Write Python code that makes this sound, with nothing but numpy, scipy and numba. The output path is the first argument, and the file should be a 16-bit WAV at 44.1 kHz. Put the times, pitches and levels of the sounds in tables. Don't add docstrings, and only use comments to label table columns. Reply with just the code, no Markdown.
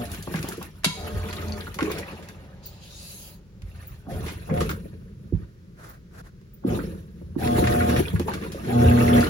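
import sys
import numpy as np
from scipy import signal
from scipy.fft import rfft, irfft, next_fast_len
from scipy.io import wavfile
from scipy.ndimage import uniform_filter1d
from numba import njit

SR = 44100
rng = np.random.default_rng(int(sys.argv[2]) if len(sys.argv) > 2 else 0)


def generate_wav(signal):
    frames = np.transpose(np.atleast_2d(signal))
    scaled = np.clip(frames, -1, 1) * 32767
    pcm = np.round(scaled).astype(np.int16)
    wavfile.write(sys.argv[1], SR, pcm)


N = 409688
TIME = np.arange(N) / SR
SHORT = TIME[:SR // 2]


def from_db(db):
    return 10 ** (np.asarray(db) / 20)


def rms_one(x):
    return x / np.sqrt(np.mean(x ** 2) + 1e-20)


def in_time(rows):
    s, *columns = np.transpose(rows)
    return [np.interp(TIME, s, c) for c in columns]


def drift(rate):
    return np.interp(TIME * rate, np.arange(4000), rng.standard_normal(4000))


def colour(x, points):
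    size = 2 * next_fast_len(x.shape[-1] // 2 + 4096)
    hz, db = np.transpose(points)
    grid = np.maximum(np.fft.rfftfreq(size, 1 / SR), 1)
    gain = from_db(np.interp(np.log(grid), np.log(hz), db))
    cepstrum = irfft(np.log(gain))
    cepstrum[1:size // 2] *= 2
    cepstrum[size // 2 + 1:] = 0
    return irfft(rfft(x, size) * np.exp(rfft(cepstrum)))[..., :x.shape[-1]]


def add(track, s, sound):
    at = max(round(s * SR), 0)
    track[:, at:at + sound.shape[-1]] += sound[..., :N - at]


def dying(t60):
    return from_db(-60 * SHORT / t60)


def ring(hz, t60, rise=0):
    return dying(t60) * np.sin(2 * np.pi * hz * SHORT * (1 + rise * np.minimum(SHORT / t60, 2) / 2))


def hollow(x, t60, wet_db):
    tail = rng.standard_normal((2, SR // 2)) * dying(t60) * (SHORT > .002)
    tail /= np.sqrt(np.sum(tail ** 2, axis=1, keepdims=True))
    return x + from_db(wet_db) * signal.fftconvolve(x[:1], tail, axes=1)[:, :N]


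@njit
def sum_bubbles(out, at, turn, height, side, cycles, rise):
    for k in range(len(at)):
        length = int(cycles * 2 * np.pi / turn[k]) + 1
        step = np.exp(-np.log(1000) / length + 1j * turn[k])
        climb = np.exp(1j * turn[k] * rise / length)
        z = height[k] + 0j
        for i in range(at[k], min(at[k] + length, out.shape[1])):
            out[0, i] += z.imag
            out[1, i] += z.imag * side[k]
            z *= step
            step *= climb
    return out


def bubbles(spectrum, per_s, cycles, spread_db, clump_db, rise, wet_db):
    rate = per_s * rms_one(from_db(clump_db * drift(55)))
    at = np.flatnonzero(rng.random(N) < rate / SR)
    pitch, size, bearing = rng.random((len(at), 3)).T
    lowest_hz, highest_hz = spectrum[0][0], spectrum[-1][0]
    hz = lowest_hz * (highest_hz / lowest_hz) ** pitch
    height = hz * from_db(spread_db * np.minimum(-np.log(1 - size), 4))
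    side = np.sqrt(2) * np.cos(2 * np.pi * bearing)
    turn = 2 * np.pi * hz / SR
    cloud = sum_bubbles(np.zeros((2, N)), at, turn, height, side, float(cycles), float(rise))
    cloud = rms_one(hollow(colour(cloud, spectrum), t60=0.14, wet_db=wet_db))
    return cloud / np.sqrt(uniform_filter1d(cloud[0] ** 2, size=3500) + 0.12)


def room_tone():
    # (frequency [Hz], gain [dB])
    room_colour = [(20, -4), (35, 6), (55, 2.5), (140, 0), (192, 0), (245, -16), (370, -13), (540, -22.5),
                   (700, -40.5), (1400, -33), (3000, -40), (5500, -40.5), (10000, -51.5), (16000, -45.5)]
    return from_db(-44) * rms_one(colour(rng.standard_normal((2, N)), room_colour))


def surge(start, stop, rise_s, db_per_s):
    backwash_db, backwash_db_per_s = -15.5, 26
    after = np.clip(TIME - stop, 0, 3)
    level_db = np.maximum(-db_per_s * after, backwash_db - backwash_db_per_s * after)
    return (np.clip((TIME - start) / rise_s, 0, 1) * from_db(level_db)) ** 2


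def churning():
    # (start [s], stop [s], rise [s], basic settling rate [dB/s],
    # rumble [dB], gulps [dB], splash [dB], foam against splash [dB])
    stirrings = [(-.1, 0.027, .05, 65, -33.5, -41, -45, -3.5),
                 (0.057, 0.27, 0.027, 116, -42, -57, -50.5, -2),
                 (0.262, 0.612, 0.08, 188, -49, -39, -45, -6),
                 (0.345, 0.368, 0.03, 250, -26, -55, -36.5, -6),
                 (0.893, 1.602, 0.12, 42, -37.5, -42, -47, -6),
                 (1.077, 1.17, 0.015, 113, -27, -50, -71, -8),
                 (1.756, 2.003, 0.015, 50, -42, -39, -42, -12),
                 (2.246, 3.21, 0.098, 72, -55, -57.5, -67, -43),
                 (3.594, 3.925, 0.14, 92, -40, -72, -58.5, -6),
                 (4.054, 4.21, 0.034, 67, -29.5, -38, -52, -1),
                 (4.192, 4.255, 0.1, 176, -50, -61, -38.5, -5.5),
                 (4.477, 4.665, 0.053, 116, -30, -30, -48, -3),
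                 (4.79, 5.13, 0.056, 67, -44.5, -44, -73, -28),
                 (5.292, 5.44, 0.034, 226.5, -35.5, -44, -60.5, -16),
                 (6.634, 6.795, 0.038, 83, -28, -28, -46, -4),
                 (7.012, 7.31, 0.43, 103, -32.5, -39, -83, -10),
                 (7.347, 7.994, 0.079, 58, -28, -29, -40.5, -2.5),
                 (8.111, 8.21, 0.026, 220, -27, -35, -49, -7),
                 (8.245, 8.34, 0.0084, 33, -35, -33.5, -43.5, -9),
                 (8.576, 9.247, 0.25, 88, -29, -28.5, -37.5, -5.5),
                 (8.792, 8.872, 0.058, 350, -11, -25.5, -52, -12)]
    surface_lag_s, rumble_lag_s = 0.024, 0.039
    deep_settling, foam_settling = 0.79, 0.96
    waver_db, own_waver_db, waver_per_s = 2.5, 0.95, 22
    power = np.full((4, N), 1e-12)
    for start, stop, rise_s, settling, rumble_db, gulp_db, splash_db, foam_db in stirrings:
        deep_rate, foam_rate = settling * deep_settling, settling * foam_settling
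        surface_start = start + surface_lag_s
        power[0] += from_db(rumble_db) ** 2 * surge(start + rumble_lag_s, stop, rise_s, deep_rate)
        power[1] += from_db(gulp_db) ** 2 * surge(start, stop, rise_s, deep_rate)
        power[2] += from_db(splash_db) ** 2 * surge(surface_start, stop, rise_s, settling)
        power[3] += from_db(splash_db + foam_db) ** 2 * surge(surface_start, stop, rise_s, foam_rate)
    own = np.array([drift(waver_per_s) for _ in power])
    return 10 * np.log10(power) + waver_db * drift(waver_per_s) + own_waver_db * own


def water():
    # (frequency [Hz], gain [dB])
    deep_colour = [(30, -53), (40, -31), (52, -10.5), (66, -18), (82, -4.5), (98, -14.5), (135, -23.5),
                   (220, -43)]
    gulp_colour = [(85, -26.5), (128, 1), (155, 2), (205, 6.5), (245, -5.5), (380, -35)]
    glug_colour = [(190, -34.5), (265, 1), (345, 1), (440, 0.5), (560, -10), (700, -32), (1100, -33)]
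    splash_colour = [(400, -13.5), (650, 3.5), (870, 0), (1000, 2), (1450, 2), (2100, -2.5), (2800, -2.5),
                     (4500, -46)]
    gurgle_colour = [(550, 6.5), (850, -4.5), (1500, -2.5), (2400, -4), (4200, -17)]
    spray_colour = [(1700, 1.5), (2800, -0.5), (3900, 3), (5000, -1.5), (7000, -3.5), (8500, -13),
                    (11000, -59)]
    foam_colour = [(6500, -10), (8800, -1.5), (10300, 3), (12300, 0), (15500, 1.5), (17000, -15)]
    rumble_db, gulp_db, splash_db, foam_db = churning()
    burst_db = 2.0 * drift(50)
    rumble, gulps, splash, foam = from_db([rumble_db, gulp_db, splash_db + burst_db, foam_db + burst_db])
    stirring_db = gulp_db + 0.3 * (splash_db - gulp_db)
    glugs = from_db(-38 + 1.33 * (stirring_db + 40))
    spray = from_db(-1.5 + (splash_db + foam_db) / 2)
    gurgle = from_db(-0.5) * splash * np.minimum(splash / from_db(-41), 1)
    out = rumble * bubbles(deep_colour, per_s=200, cycles=8.3, spread_db=1, clump_db=2, rise=.04, wet_db=-16.5)
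    out += gulps * bubbles(gulp_colour, per_s=260, cycles=21.4, spread_db=2, clump_db=2, rise=.092, wet_db=-8.5)
    out += glugs * bubbles(glug_colour, per_s=520, cycles=16.4, spread_db=4, clump_db=3, rise=.1, wet_db=-4)
    out += splash * bubbles(splash_colour, per_s=2600, cycles=40, spread_db=6, clump_db=3, rise=.31, wet_db=-.5)
    out += gurgle * bubbles(gurgle_colour, per_s=260, cycles=49, spread_db=6.5, clump_db=5.5, rise=.35,
                            wet_db=4.5)
    out += spray * bubbles(spray_colour, per_s=1200, cycles=45, spread_db=2, clump_db=4, rise=.17, wet_db=4.5)
    out += foam * bubbles(foam_colour, per_s=1700, cycles=28, spread_db=-.5, clump_db=4.5, rise=.03, wet_db=3.5)
    return out


def motor(start_s, stop_s, hum_waver, buzz_waver, drive_db):
    # (middle of start [s], middle of stop [s], hum [dB], cabinet buzz [dB])
    runs = [(-.1, 0.038, -29, -39.5), (0.984, 1.613, -56, -46.5), (4.083, 4.25, -51, -51.5),
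            (4.527, 4.614, -27, -41.5), (6.682, 6.753, -20, -44.5), (7.446, 7.988, -21.5, -39.5),
            (8.71, 9.236, -14.5, -38)]
    # (multiple of the mains, level [dB], sideways share [dB])
    hum_lines = [(2, -7, -9), (4, -5.5, -24), (8, -19, -19)]
    buzz_lines = [(10, 0, 5.5), (12, -4, 11.5), (14, -20, -9), (18, -22, 11)]
    # (frequency [Hz], width of one pass [Hz], level [dB], sideways share [dB])
    resonances = [(83.5, 9, 13, -10), (213, 18, 9, 1), (403, 24, 4, -18), (445, 27, 4, -8),
                  (541, 22, -8, -2), (674, 56, -11, 3), (862, 32, -3.5, 6.5), (1090, 41, -9, 6.5),
                  (1246, 34, -3.5, -7), (1426, 65, -6, -8), (1553, 76, -10.5, 5), (1990, 70, -13, -5),
                  (2635, 52, -21, 2), (3403, 110, -11.5, 0)]
    mains_hz = 60
    load_db, load_per_s = 2.5, 7
    hum, buzz, out = np.zeros(N), np.zeros(N), np.zeros((2, N))
    for on, off, hum_db, buzz_db in runs:
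        starting = np.clip((TIME - on) / start_s + .5, 0, 1)
        running = starting * np.clip((off - TIME) / stop_s + .5, 0, 1)
        hum += from_db(hum_db) * running
        buzz += from_db(buzz_db) * running
    for level, lines, waver in ((hum, hum_lines, hum_waver), (buzz, buzz_lines, buzz_waver)):
        for multiple, db, side_db in lines:
            phase = 2 * np.pi * (multiple * mains_hz * TIME + rng.random()) + waver * drift(13)
            load = rms_one(from_db(load_db * np.clip(drift(load_per_s), -3, 1)))
            gain = np.sqrt(2) * level * from_db(db) * (1 + waver * drift(22)) * load
            out += gain * np.array([np.sin(phase), from_db(side_db) * np.cos(phase)])
    shaking = rng.standard_normal((2, N))
    for hz, width_hz, db, side_db in resonances:
        steep = [np.concatenate(signal.iirpeak(hz, hz / width_hz, SR))] * 2
        gain = from_db([[db + drive_db], [db + drive_db + side_db]])
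        out += buzz * gain * rms_one(signal.sosfilt(steep, shaking))
    return out


def groans(t60, spread, attack_s):
    # (time [s], level [dB], middle pitch [Hz], climb in pitch as a share)
    notes = [(0.01, -35, 620, 0.15), (0.965, -34, 704, 0.2), (4.066, -30.5, 738, -.5),
             (4.105, -28.5, 560, 0.83), (4.505, -25, 490, .8), (6.69, -32, 736, 0.23),
             (7.388, -26.5, 774, -.25), (8.68, -27.5, 737, -0.17)]
    out, swell = np.zeros((2, N)), np.minimum(SHORT / attack_s, 1)
    for s, db, hz, climb in notes:
        for detune, bearing in rng.uniform(-1.036, 1, (9, 2)):
            tone = swell * ring(hz * (1 + spread * detune), t60, climb)
            add(out, s, from_db(db) / np.sqrt(9) * tone * [[1], [bearing]])
    return hollow(out, t60=0.14, wet_db=1)


def splashes(plop_db, slap_db, attack_s, brood_db, scatter):
    # (time [s], level before plop_db [dB], pitch [Hz])
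    single_drops_and_bubbles = [(0.341, -18, 1620), (.366, -20, 1510), (.372, -27, 326), (.489, -24.5, 906),
                                (.518, -23, 1330), (1.309, -19.5, 4350), (1.367, -19.5, 3700),
                                (1.483, -20.5, 4540), (1.522, -14.5, 4500), (1.607, -18.5, 3960),
                                (1.669, -20.5, 1416), (1.788, -12, 1085), (1.818, -6, 310.6),
                                (1.86, -24, 310), (1.898, -20, 1103), (1.936, -17, 337), (2.027, -20, 1900),
                                (4.607, -14, 1235), (4.694, -14.5, 1360), (4.714, -20, 1586),
                                (6.766, -12, 288), (6.79, -18.5, 1326), (7.424, -21, 1530),
                                (7.674, -18, 1760), (7.723, -15, 1840), (7.747, -15.5, 1480),
                                (7.805, -11, 1450), (7.808, -14, 1940), (7.892, -19, 1650),
                                (8.054, -17, 2400), (8.082, -16.5, 3280), (8.16, -20.5, 1646),
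                                (8.281, -15, 874), (8.316, -18, 1490), (8.34, -24, 1616),
                                (8.373, -34, 1100), (8.885, -13, 2700), (8.912, -13.5, 1620),
                                (8.975, -14.5, 1474), (8.986, -21, 1900), (9.08, -12.5, 2040),
                                (9.103, -16, 1680), (9.18, -11, 1885), (9.206, -13.5, 4640),
                                (9.227, -11.5, 1405), (9.243, -14, 4050)]
    # (time [s], level before slap_db [dB], treble tilt [dB], t60 [s])
    wall_slaps = [(0.053, -38.5, 5.5, .03), (0.116, -41, 12, 0.024), (0.145, -32, 1, 0.031),
                  (0.224, -41, 7.5, 0.064), (0.338, -23, -6, 0.023), (.356, -29, 0, 0.064),
                  (0.39, -32, 3, 0.026), (.427, -30.5, 4.5, 0.03), (0.486, -39.5, 13.5, 0.029),
                  (0.521, -37.5, 2, 0.11), (.57, -47, 9, 0.036), (.613, -34, -9, 0.016),
                  (0.627, -40, 12.5, 0.016), (0.834, -33, -5, 0.12), (1.285, -31.5, -4.5, 0.11),
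                  (1.327, -27.5, -1.5, 0.064), (1.742, -35, 4, 0.052), (1.787, -16.5, -8, 0.024),
                  (1.806, -21.5, -9, 0.059), (1.826, -23, -3, 0.037), (1.898, -31, -9, 0.023),
                  (1.915, -30.5, 2.5, 0.055), (1.983, -33.5, 2.5, 0.078), (2.225, -42.5, -3, 0.13),
                  (2.286, -36, 1.5, 0.034), (3.619, -40, -1, 0.026), (4.262, -35, -4, 0.17),
                  (4.281, -33, -4, 0.21), (4.497, -29.5, -36, 0.11), (4.539, -37, 1, .03),
                  (4.573, -27.5, -11, 0.065), (4.604, -28, 0, 0.13), (4.691, -25.5, -3, 0.071),
                  (4.71, -30.5, 0, 0.049), (6.413, -49, -2, 0.021), (6.783, -47, -24, 0.069),
                  (7.473, -22, -5, 0.037), (7.639, -23.5, -9, 0.1), (7.67, -17.5, -6.5, 0.072),
                  (7.895, -19, -15, 0.04), (7.961, -19.5, -10, 0.089), (8.159, -29, -19, 0.057),
                  (8.195, -25, 0.5, 0.027), (8.335, -29, -1.5, 0.085), (8.435, -33.5, -9, 0.11),
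                  (8.518, -40.5, 3, 0.15), (9.206, -36, 3.5, 0.23)]
    cycles, rise = 38, 0.071
    plops, slaps = np.zeros((2, N)), np.zeros((2, N))
    for s, db, hz in single_drops_and_bubbles:
        t60 = cycles / hz
        swell = np.minimum(SHORT * hz / 2, 1)
        add(plops, s, from_db(db + plop_db) * swell * ring(hz, t60, rise) * [[1], [rng.normal(0, 0.56)]])
        for delay, octaves, bearing in rng.uniform(-1.2, 1, (5, 3)):
            follower = swell * ring(hz * 2 ** (scatter * (octaves + 0.24)), t60 / 2, rise)
            add(plops, s + t60 * (delay + 1) / 4, from_db(db + brood_db) * follower * [[1], [2 * bearing]])
    for s, db, treble_db, t60 in wall_slaps:
        burst = rng.standard_normal((2, SR // 2)) * dying(t60) * np.minimum(SHORT / attack_s, 1)
        shape = [(400, -13.5), (1200, 3.5), (2200, 3.5), (4500, treble_db - 0.5), (14000, 2 * treble_db - 10.5)]
        add(slaps, s, from_db(db + slap_db) * colour(burst, shape))
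    return hollow(plops + slaps, t60=0.19, wet_db=-5.0)


def thud(db, centre_hz, focus_db):
    # (frequency [Hz], level [dB], t60 [s])
    tub_modes = [(51.6, 5, 0.15), (82.5, 4.5, 0.095), (106.5, -5, 0.24), (159.8, 2, 0.18),
                 (195.2, -0.5, 0.13), (271.4, 2, 0.092), (347.5, 3, 0.087), (468, 0.5, 0.06),
                 (543, -7, 0.13)]
    out = np.zeros((2, SR // 2))
    for hz, mode_db, t60 in tub_modes:
        away_db = focus_db * np.log2(hz / centre_hz) ** 2
        gain = from_db(db + mode_db - away_db + rng.normal(0, 1))
        push = np.minimum(SHORT * hz, 1)
        out += gain * push * ring(hz, t60) * [[rng.choice([-1, 1])], [rng.normal(0, 1.0)]]
    return out


def knocks(focus_db):
    # (time [s], level [dB], strongest pitch [Hz])
    blows = [(.185, -33.5, 150), (0.273, -27.5, 269), (0.341, -20.5, 171), (0.392, -22, 129),
             (0.439, -28, 200), (0.578, -29.5, 370), (0.859, -21.5, 200), (1.823, -18.5, 286),
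             (4.071, -26.5, 181), (4.51, -17, 172), (4.604, -21, 150), (4.612, -20.5, 420),
             (6.647, -14.5, 240), (7.215, -37.5, 390), (7.361, -20, 246), (7.623, -16, 256),
             (7.961, -23, 460), (8.135, -10.5, 119), (8.198, -18, 340), (8.546, -26, 527),
             (8.859, -21, 410)]
    out = np.zeros((2, N))
    for s, db, centre_hz in blows:
        add(out, s, thud(db, centre_hz, focus_db))
    return out


def clunks(contact_s):
    # (time [s], level [dB])
    hollow_knocks = [(.272, -24.5), (.338, -22.5), (.442, -23.5), (.613, -25), (1.787, -23.5), (1.868, -26),
                     (4.064, -38), (4.49, -26), (4.61, -25.5), (6.636, -37.5), (7.212, -49), (7.354, -36.5),
                     (8.135, -37), (8.198, -28), (8.281, -17.5)]
    # (frequency [Hz], level [dB], t60 [s])
    plastic_modes = [(546, -5.5, 0.05), (624, -4, 0.032), (810, -7, 0.036), (894, -5, 0.043),
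                     (996, -7.5, 0.04), (1118, -6, 0.044), (1370, -10.5, 0.037), (1613, -14, 0.034)]
    out = np.zeros((2, N))
    contact = np.minimum(SHORT / contact_s, 1)
    for s, db in hollow_knocks:
        for hz, mode_db, t60 in plastic_modes:
            gain = from_db(db + mode_db + rng.normal(0, 0.61)) * rng.choice([-1, 1])
            add(out, s, gain * contact * ring(hz, t60) * [[1], [rng.normal(0, .6)]])
    return hollow(out, t60=.14, wet_db=-4)


def lid(clap_t60, tail_db, tail_t60, sharpness):
    # (frequency [Hz], gain [dB])
    clap_colour = [(71, -47), (120, -20), (362, -6.5), (513, -4), (1030, -7), (1490, -11.5), (2150, -3),
                   (2430, -6), (3900, -1.5), (7200, -12), (8660, -5), (9790, -11), (16000, -23)]
    # (frequency [Hz], level before tail_db [dB], t60 [s])
    lid_modes = [(192, -13, 0.59), (988, 8.5, 0.36), (1381, 6, 0.26), (1600, 4, 0.15), (1890, -12.5, 0.25),
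                 (2235, 5.5, 0.5), (2730, 6, 0.35), (2994, -10, 0.25), (3270, 6.5, 0.39), (3510, -10, .45),
                 (3860, 6, 0.61), (4120, -7, 0.54), (4410, -2.5, 1), (4600, -22, .5), (4900, -9, .5),
                 (4930, -3, 0.76), (5715, -14.5, 0.39), (6530, -4, 0.83), (6570, -17, .5), (6680, -21, .5),
                 (7130, -8.5, 0.67), (8300, -18, .5)]
    clap_s, clap_db = .8435, -15
    out, ringing = np.zeros((2, N)), 0
    attack = np.minimum(SHORT / 0.0017, 1)
    crack = rms_one(colour(rng.standard_normal((2, SR // 2)), clap_colour))
    for hz, db, t60 in lid_modes:
        mode = rms_one(signal.lfilter(*signal.iirpeak(hz, sharpness, SR), crack))
        ringing = ringing + from_db(db) * dying(t60) * mode
    blow = crack * (dying(clap_t60) + from_db(-20) * dying(tail_t60)) + from_db(tail_db) * ringing
    add(out, clap_s, from_db(clap_db) * attack * blow)
    return out


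def bumps(focus_db):
    # (time [s], level [dB], strongest pitch [Hz], left minus right [dB])
    touches = [(1.137, -24.5, 99, 9), (3.626, -22, 58, -2.5), (5.322, -24.5, 294, -5),
               (5.326, -13.5, 77, -10.5), (5.334, -23, 159, -4)]
    out = np.zeros((2, N))
    for s, db, centre_hz, pan_db in touches:
        add(out, s, thud(db, centre_hz, focus_db)[0] * from_db([[pan_db / 2], [-pan_db / 2]]))
    return out


def trickle():
    # (time [s], level [dB])
    wash_level = [(1.75, -85), (1.85, -61), (2.08, -42.5), (2.3, -54.5), (2.6, -55.5), (3.0, -59.5),
                  (3.32, -57.5), (3.48, -73), (3.7, -62), (4.0, -70), (4.4, -90)]
    # (frequency [Hz], gain [dB])
    wash_colour = [(380, -8), (520, 10.5), (750, 5.5), (1300, -0.5), (2000, -5.5), (2700, -8), (4000, -8),
                   (7000, -19)]
    wash = bubbles(wash_colour, per_s=7000, cycles=10, spread_db=-1.0, clump_db=1.06, rise=.1, wet_db=3.5)
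    return from_db(in_time(wash_level)[0]) * wash


def chirps(top_hz, end_hz, length_s):
    # (time [s], level [dB])
    whistles = [(1.905, -36), (2.655, -32), (3.868, -36), (4.695, -33), (5.888, -42), (6.533, -45)]
    out, along = np.zeros((2, N)), np.linspace(0, 1, round(length_s * SR))
    falling_hz = top_hz + (end_hz - top_hz) * along
    whistle = np.sin(np.pi * along) * np.sin(2 * np.pi * np.cumsum(falling_hz) / SR)
    for s, db in whistles:
        add(out, s, from_db(db) * whistle)
    return hollow(out, t60=0.22, wet_db=-8.0)


def swept(x, centre_hz, octaves):
    out = 0
    for hz in np.geomspace(2500, 15500, 12):
        nearness = np.exp(-(np.log2(hz / centre_hz) / octaves) ** 2)
        out = out + nearness * signal.lfilter(*signal.iirpeak(hz, 7, SR), x)
    return rms_one(out)


def lifting_lid(rub_db, sing_db, sweep_db, coupling_db, shifts_per_s, judder_db, focus_db):
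    # (time [s], level [dB])
    hinge_level = [(2.62, -76), (2.635, -56), (2.665, -50), (2.71, -58.5), (2.8, -60), (2.84, -51.5),
                   (3.13, -46), (3.28, -47.5), (3.345, -54), (3.4, -74)]
    # (time [s], frequency [Hz])
    hinge_pitch = [(2.67, 4400), (2.83, 3000), (2.9, 3700), (2.97, 6460), (3.12, 11100), (3.27, 15000)]
    # (frequency [Hz], gain [dB])
    rub_colour = [(300, -4), (650, -1), (1100, -14), (1900, -13), (2700, 0), (3900, -4), (5500, -1),
                  (6800, -4.5), (8200, -7), (9000, -4), (11000, 0), (13000, 0), (16000, 0)]
    # (frequency [Hz], width, later held within 40-130 [Hz], level [dB])
    hinge_modes = [(2690, 70, -0.5), (2930, 80, -4), (3250, 91, -0.5), (3790, 90, 1.5), (4080, 120, -0.5),
                   (4370, 140, -1.5), (4630, 130, 0), (5000, 100, -4), (5690, 70, -3), (6200, 130, -6),
                   (6500, 80, 1), (6600, 70, -4), (7100, 65, -5), (8030, 90, -4)]
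    rub_growth, rub_even_db = 0.59, -46
    friction = rms_one(colour(rng.standard_normal((2, N)), rub_colour) * from_db(judder_db * drift(60)))
    singing, grain = 0, rng.standard_normal((2, N))
    centre_hz, = in_time(hinge_pitch)
    for hz, width_hz, db in hinge_modes:
        coupling = from_db(db + coupling_db * np.clip(drift(shifts_per_s), -2, 1.2))
        coupling = coupling * from_db(-focus_db * np.abs(np.log2(hz / centre_hz)))
        resonance = signal.iirpeak(hz, hz / np.clip(width_hz, 40, 130), SR)
        singing = singing + signal.lfilter(*resonance, coupling * grain)
    moving = swept(rng.standard_normal((2, N)), centre_hz, octaves=0.25)
    s, db = np.transpose(hinge_level)
    level_db = np.interp(TIME, s, db, left=-120, right=-120)
    hiss = from_db(rub_db + rub_growth * (level_db - rub_even_db)) * friction
    return from_db(level_db) * (hiss + from_db(sing_db) * rms_one(singing) + from_db(sweep_db) * moving)


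def brushes(bright_db):
    # (start [s], stop [s], level [dB])
    strokes = [(5.754, 5.995, -48), (6.105, 6.225, -54), (6.177, 6.22, -51), (6.232, 6.303, -50.5)]
    # (frequency [Hz], gain [dB])
    brush_colour = [(200, 3), (500, 3), (900, -4.5), (1500, 2.5), (2200, -8.5), (3200, -17), (4100, -14.5),
                    (6000, -17.5), (10500, -20.5), (16000, -23)]
    level = np.zeros(N)
    for start, stop, db in strokes:
        level += from_db(db) * np.sin(np.pi * np.clip((TIME - start) / (stop - start), 0, 1))
    grain = rms_one(colour(rng.standard_normal((2, N)), brush_colour)) * from_db(2.2 * drift(70))
    hiss = signal.sosfilt(signal.butter(2, 3500, "high", fs=SR, output="sos"), grain)
    return level * (grain + from_db(bright_db) * level / level.max() * hiss)


def scene():
    # (frequency [Hz], gain [dB])
    centre_response = [(7300, -1.5), (7900, -5), (8500, -26), (9300, -3.5), (10000, 2), (12200, 0.5),
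                       (13300, -20), (14500, -5.5), (15200, -2.5)]
    sides_above = [(60, -20), (200, -14.5), (330, -14.5), (500, -9.5), (700, -24.5), (1100, -3.5),
                   (2000, -1.5), (3700, -1.5), (5500, -3), (9500, 3.5), (10900, -23.5), (12300, 2),
                   (14500, -3.5), (16000, -9.5)]
    sides_inside = [(60, -23), (200, -13.5), (380, -4), (520, -28), (600, 6.5), (705, 14), (790, -15),
                    (900, 5), (1100, 5.5), (1250, -1.5), (1600, 4.5), (2400, -1), (7000, -2.5), (9700, 6.5),
                    (10900, -27), (12300, 0.5), (14500, -1), (16000, -13)]
    # (time [s], how far the microphone is inside the tub [0-1])
    descent = [(4.2, 0.07), (4.5, 0.59)]
    left_lead_s, lead_below_hz = 0.00021, 1200
    both = room_tone() + water()
    both += motor(start_s=0.12, stop_s=0.068, hum_waver=0.35, buzz_waver=0.14, drive_db=-4.5)
    both += groans(t60=0.22, spread=0.121, attack_s=0.023)
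    both += splashes(plop_db=-7.5, slap_db=1.0, attack_s=0.0019, brood_db=-13, scatter=0.41)
    both += knocks(focus_db=17.0)
    both += clunks(contact_s=0.0058)
    both += lid(clap_t60=0.067, tail_db=-27.5, tail_t60=0.61, sharpness=75)
    both += trickle()
    both += chirps(top_hz=16100, end_hz=13600, length_s=0.023)
    both += lifting_lid(rub_db=-4.0, sing_db=-3.5, sweep_db=-2.5, coupling_db=6.5, shifts_per_s=18,
                        judder_db=2, focus_db=3)
    both += brushes(bright_db=-5)
    mid, side = both
    inside = np.clip(in_time(descent)[0], 0, 1)
    side = (1 - inside) * colour(side, sides_above) + inside * colour(side, sides_inside)
    long_waves = signal.sosfiltfilt(signal.butter(2, lead_below_hz, fs=SR, output="sos"), mid)
    side = side + left_lead_s / 2 * np.gradient(long_waves) * SR
    mid = colour(mid, centre_response)
    return np.array([mid + side, mid - side]) + bumps(focus_db=19.0)


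def record(dry):
    low_cut_hz, cutoff_hz = 40, 16100
    thin = signal.sosfilt(signal.butter(4, low_cut_hz, "high", fs=SR, output="sos"), dry)
    return signal.sosfiltfilt(signal.ellip(10, .1, 60, cutoff_hz, fs=SR, output="sos"), thin)


dry = scene()
out = record(dry)
generate_wav(out)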